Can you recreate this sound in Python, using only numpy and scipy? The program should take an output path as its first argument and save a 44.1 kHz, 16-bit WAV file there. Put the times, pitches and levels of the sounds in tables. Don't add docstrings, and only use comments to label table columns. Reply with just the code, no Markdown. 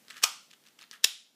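import sys
import numpy as np
from scipy import signal
from scipy.fft import rfft, irfft
from scipy.io import wavfile
from scipy.ndimage import uniform_filter1d

SR = 44100
rng = np.random.default_rng(int(sys.argv[2]) if len(sys.argv) > 2 else 0)


def inscribe(sig):
    pcm = np.round(np.clip(np.atleast_2d(sig).T, -1, 1) * 32767)
    wavfile.write(sys.argv[1], SR, pcm.astype(np.int16))


N = 59535
DECAY_60DB = np.log(1000)


def amp(db):
    return 10 ** (np.asarray(db) / 20)


def read(points, hz):
    f, value = np.transpose(points)
    return np.interp(np.log(hz + 1), np.log(f + 1), value)


def add(mix, s, sound):
    part = mix[max(round(s * SR), 0):][:len(sound)]
    part += sound[:len(part)]


def body(x, colour, modes=(), size=4096):
    hz = np.fft.rfftfreq(size, 1 / SR)
    db = read(colour, hz)
    for f, width, lift in modes:
        db = db + lift / (1 + (2 * (hz - f) / width) ** 2)
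    cepstrum = irfft(np.log(amp(db)))
    cepstrum[1:size // 2] *= 2
    cepstrum[size // 2 + 1:] = 0
    ring = irfft(np.exp(rfft(cepstrum)))
    return signal.fftconvolve(x, ring / np.linalg.norm(ring))[:N]


# frequency in Hz, relative level in dB.
HUSH_COLOUR = [(25, -46), (70, -27.5), (100, -19), (135, -6), (230, 1), (330, -4.5), (600, -6.5),
               (1200, -11.5), (3000, -10), (6000, -12), (10000, -15), (15000, -16)]
# time in seconds, level in dB.
HUSH_LEVEL = [(0, -63.5), (0.452, -66.5), (.75, -66.5), (1.001, -68.5), (1.2, -73.5), (1.35, -71)]


def hush():
    level_db = np.interp(np.arange(N) / SR, *np.transpose(HUSH_LEVEL))
    return body(rng.standard_normal(N), HUSH_COLOUR) * amp(level_db)


# frequency in Hz, time to fall 60 dB in seconds.
ROOM_T60 = [(100, 0.15), (500, 0.26), (1200, 0.35), (3300, 0.41), (6000, 0.42), (10000, 0.36),
            (15000, 0.15)]
# frequency in Hz, level in dB relative to ROOM_DB.
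ROOM_COLOUR = [(40, -23), (170, -20), (400, -3), (850, 6.5), (1050, 1.5), (1330, 6), (1650, -4.5),
               (2050, 1.5), (2450, -2), (3200, 2.5), (5500, -3.5), (9000, -2), (15000, 1.5)]
# delay in seconds, level in dB.
ECHOES = [(.0047, -15), (.0078, -22), (.0098, -18.5), (0.0115, -21.5), (0.0281, -30)]
ROOM_DB, ROOM_ONSET_S = -10.5, .007


def room(x, size=256):
    hop = size // 4
    hz, _, z = signal.stft(x, SR, nperseg=size, noverlap=size - hop)
    power = abs(uniform_filter1d(abs(z) ** 2, size=3, axis=0))
    keep = np.exp(-2 * DECAY_60DB * hop / SR / read(ROOM_T60, hz))
    stored = np.array([signal.lfilter([1 - k], [1, -k], band) for k, band in zip(keep, power)])
    diffuse = signal.stft(rng.standard_normal(N), nperseg=size, noverlap=size - hop)[2]
    colour = amp(ROOM_DB + read(ROOM_COLOUR, hz))[:, None]
    field = diffuse / diffuse.std() * np.sqrt(stored) * colour
    tail = signal.istft(field, nperseg=size, noverlap=size - hop)[1]
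    out = np.zeros(N)
    add(out, ROOM_ONSET_S, tail)
    for delay, db in ECHOES:
        add(out, delay, amp(db) * x)
    return out


def smear(x):
    for hz in (2800, 4200, 6500, 11000):
        _, poles = signal.iirpeak(hz, 2.2, SR)
        x = signal.lfilter(poles[::-1], poles, x)
    return x


def blows(rows, scatter, ring_s, size=2048):
    out, t = np.zeros(N), np.arange(size) / SR
    for s, db in rows:
        rattle = rng.standard_normal(size) * np.exp(-DECAY_60DB * t / ring_s)
        blow = scatter * rattle / np.linalg.norm(rattle)
        blow[0] = 1
        add(out, s, amp(db) * blow / np.linalg.norm(blow))
    return out


GRAINS_PER_S = 12000


def friction(rows, spread_db):
    t = np.arange(N) / SR
    strength = rng.standard_normal(N) * amp(spread_db * rng.standard_normal(N))
    grains = strength * (rng.random(N) < GRAINS_PER_S / SR)
    swell = sum(amp(db) * np.exp(-((t - middle) / half) ** 2) for middle, half, db in rows)
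    return grains / grains.std() * swell


# start in seconds, level in dB before TICK_DB, pitch of the piece in Hz.
TICKS = [ (0.0497, -45, 3000), (0.0823, -31, 4000), (0.0938, -38, 4000), (0.098, -39, 4500),
         (0.101, -33, 3500), (0.1025, -25, 4200), (0.1065, -24, 2900), (0.1155, -36, 3000),
         (0.121, -37, 5000), (0.128, -37, 3800), (0.1303, -37, 3200), (0.1426, -33, 3600),
         (0.1672, -29, 7800), (0.169, -29, 2800), (0.1783, -31, 3300), (0.1803, -34, 6000),
         (0.1823, -34, 3000), (0.2135, -41, 5500), (0.504, -45, 4000), (0.5086, -38, 3400),
         (0.5125, -32, 2800), (0.5308, -37, 4400), (0.5338, -36, 3000), (0.5365, -36, 3000),
         (0.6383, -42, 6000), (0.6526, -43, 3500), (0.6623, -42, 4000), (0.6658, -37, 3800),
         (0.6721, -36, 3000), (0.6846, -41, 5500), (0.6861, -39, 2800), (0.707, -47, 3500),
         (0.7883, -39, 3500), (0.7906, -31, 3200), (0.794, -39, 4500), (0.8015, -41, 3500),
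         (0.804, -40, 3000), (0.812, -32, 4200), (0.8142, -37, 5500), (0.8205, -30, 3800),
         (0.8273, -32, 2800), (0.8391, -34, 4300), (0.9121, -22, 4500), (0.9186, -37, 6000),
         (0.9297, -36, 4200), (0.9378, -33, 3500), (0.954, -39, 3300), (1.204, -42, 8500), ]
# frequency in Hz, relative level in dB.
TICK_COLOUR = [(40, -33.5), (200, -9.5), (800, -14), (1300, -3), (2100, -0.5), (2900, -0.5), (5200, -1),
               (7500, -7), (11000, -14), (15000, -24)]
TICK_SCATTER, TICK_RING_S = 1.5, .009
TICK_DB = 1.5
TICK_PIECE_DB, PIECE_RING_S = -10.5, .003


def ticks():
    out = blows([row[:2] for row in TICKS], TICK_SCATTER, TICK_RING_S)
    t = np.arange(SR // 20) / SR
    for s, db, hz in TICKS:
        ring = t * np.sin(2 * np.pi * hz * t) * np.exp(-DECAY_60DB * t / PIECE_RING_S)
        add(out, s, amp(db + TICK_PIECE_DB) * ring / np.linalg.norm(ring))
    return amp(TICK_DB) * body(out, TICK_COLOUR)


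# middle in seconds, half length in seconds, level in dB.
SLIDES = [(0.108, 0.033, -57.5), (0.176, .026, -51.5), (0.673, 0.033, -69), (0.823, 0.03, -59.5),
          (0.945, 0.029, -56.5)]
# start in seconds, level in dB.
KNOCKS = [(0.107, -25), (0.112, -27), (0.1175, -35), (0.1615, -39.5), (0.169, -30.5), (0.1785, -35),
          (0.1875, -40), (0.2194, -27.5), (0.9297, -28), (0.9328, -28.5), (0.937, -28.5), (0.9505, -36),
          (0.954, -42.5)]
# frequency in Hz, relative level in dB.
CORE_COLOUR = [(40, -49), (120, -30), (250, -22), (800, -28), (1250, -5), (1900, 1.5), (2200, -10.5),
               (2800, -3), (5000, -13), (15000, -20.5)]
# frequency in Hz, width in Hz, lift in dB.
CORE_MODES = [(1240, 110, 8), (1666, 130, 6), (1920, 110, 2)]
KNOCK_SCATTER, KNOCK_RING_S = .8, .014
GRAIN_SPREAD_DB = 3.5
SURFACE_RUB_DB = -8.5


def slides():
    sliding = friction(SLIDES, GRAIN_SPREAD_DB)
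    catches = blows(KNOCKS, KNOCK_SCATTER, KNOCK_RING_S)
    core = body(sliding + catches, CORE_COLOUR, CORE_MODES)
    rub = body(friction(SLIDES, GRAIN_SPREAD_DB), TICK_COLOUR)
    return core + amp(SURFACE_RUB_DB) * rub


# start in seconds, pitch in Hz, t60 in seconds, level in dB before the soft rise.
THUDS = [(.2375, 341, 0.033, -38), (.239, 706.3, .03, -26), (.24, 928, 0.015, -37.5),
         (1.042, 241.5, 0.047, -45), (1.042, 487, 0.0083, -36.5)]
AFTER_RINGS = [(.24, 1220, .24, -41), (.24, 1350, .28, -44)]
THUD_RISE_S = 0.0028


def thuds():
    out, t = np.zeros(N), np.arange(SR // 10) / SR
    for s, hz, t60, db in THUDS + AFTER_RINGS:
        envelope = (1 - np.exp(-t / THUD_RISE_S)) * np.exp(-DECAY_60DB * t / t60)
        add(out, s, amp(db) * np.sin(2 * np.pi * hz * t) * envelope)
    return out


# start in seconds, level in dB before CLACK_DB.
CLACKS = [
    [(.2243, -31), (.2256, -23), (.2283, -19), (.2312, -15), (.2332, -11), (.235, -9), (.2375, 1),
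     (.2392, 2), (.2403, 0), (.2419, -3), (.243, -7)],
    [(1.033, -36), (1.0364, -22), (1.0414, -10), (1.0421, -2), (1.0433, 0), (1.0442, -1), (1.046, 3),
     (1.0503, -12)],
]
CLACK_DB = [3.5, 2.5]
# middle in seconds, half length in seconds, level in dB.
GRINDS = [
    [(.2315, 0.0081, -39), (.2395, 0.0034, -20)],
    [(1.038, 0.0061, -48), (1.0442, 0.0022, -13)],
]
# frequency in Hz, relative level in dB.
SHELLS = [
    [(40, -47), (120, -33.5), (350, -19), (750, -10.5), (1700, -7.5), (3000, -2), (5600, -0.5),
     (7900, -5.5), (8800, -9.5), (15000, -14)],
    [(40, -57.5), (120, -31.5), (350, -18.5), (800, -17), (1700, -9), (3500, -0.5), (5600, -1), (7900, -4),
     (11000, -8.5), (15000, -12)],
]
# frequency in Hz, width in Hz, lift in dB.
SHELL_MODES = [
    [(660, 90, -6), (1237.7, 71, 15.5), (1336, 50, 12), (2463, 85, 13.5), (3050, 160, 6.5), (3306, 330, 4),
     (3773, 310, 3), (4480, 200, 2), (5320, 120, 3.5), (6000, 76, -2), (6660, 130, 6), (7900, 250, 6.5)],
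    [(498, 160, 14.5), (1250, 120, 5), (1743, 400, 12.5), (2606, 200, 9.5), (3442, 420, 10.5),
     (3853, 140, 7.5), (4750, 140, 4), (5260, 190, 14), (5180, 190, -3), (7000, 200, 9), (8690, 140, 4.5),
     (10125, 230, 9.5)],
]
CLACK_SCATTER, CLACK_RING_S = 0.96, .007
GRIND_SPREAD_DB = 2


def clacks():
    tracks = []
    for rows, db, grind, shell, modes in zip(CLACKS, CLACK_DB, GRINDS, SHELLS, SHELL_MODES):
        collisions = amp(db) * blows(rows, CLACK_SCATTER, CLACK_RING_S)
        grinding = friction(grind, GRIND_SPREAD_DB)
        tracks.append(body(collisions + grinding, shell, modes))
    return tracks


CLACK_SEND_DB = [0.5, -2.5]


def scene():
    snaps = clacks()
    handling = ticks() + slides()
    close = smear(sum(snaps) + handling + thuds())
    radiated = sum(amp(db) * snap for db, snap in zip(CLACK_SEND_DB, snaps))
    return (close + room(radiated + handling) + hush())[None]


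EDGE_HZ = 15350


def record(dry):
    lowpass = signal.firwin(255, EDGE_HZ, window=("kaiser", 8), fs=SR)
    return signal.oaconvolve(dry, lowpass[None], "same")


dry = scene()
out = record(dry)
inscribe(out)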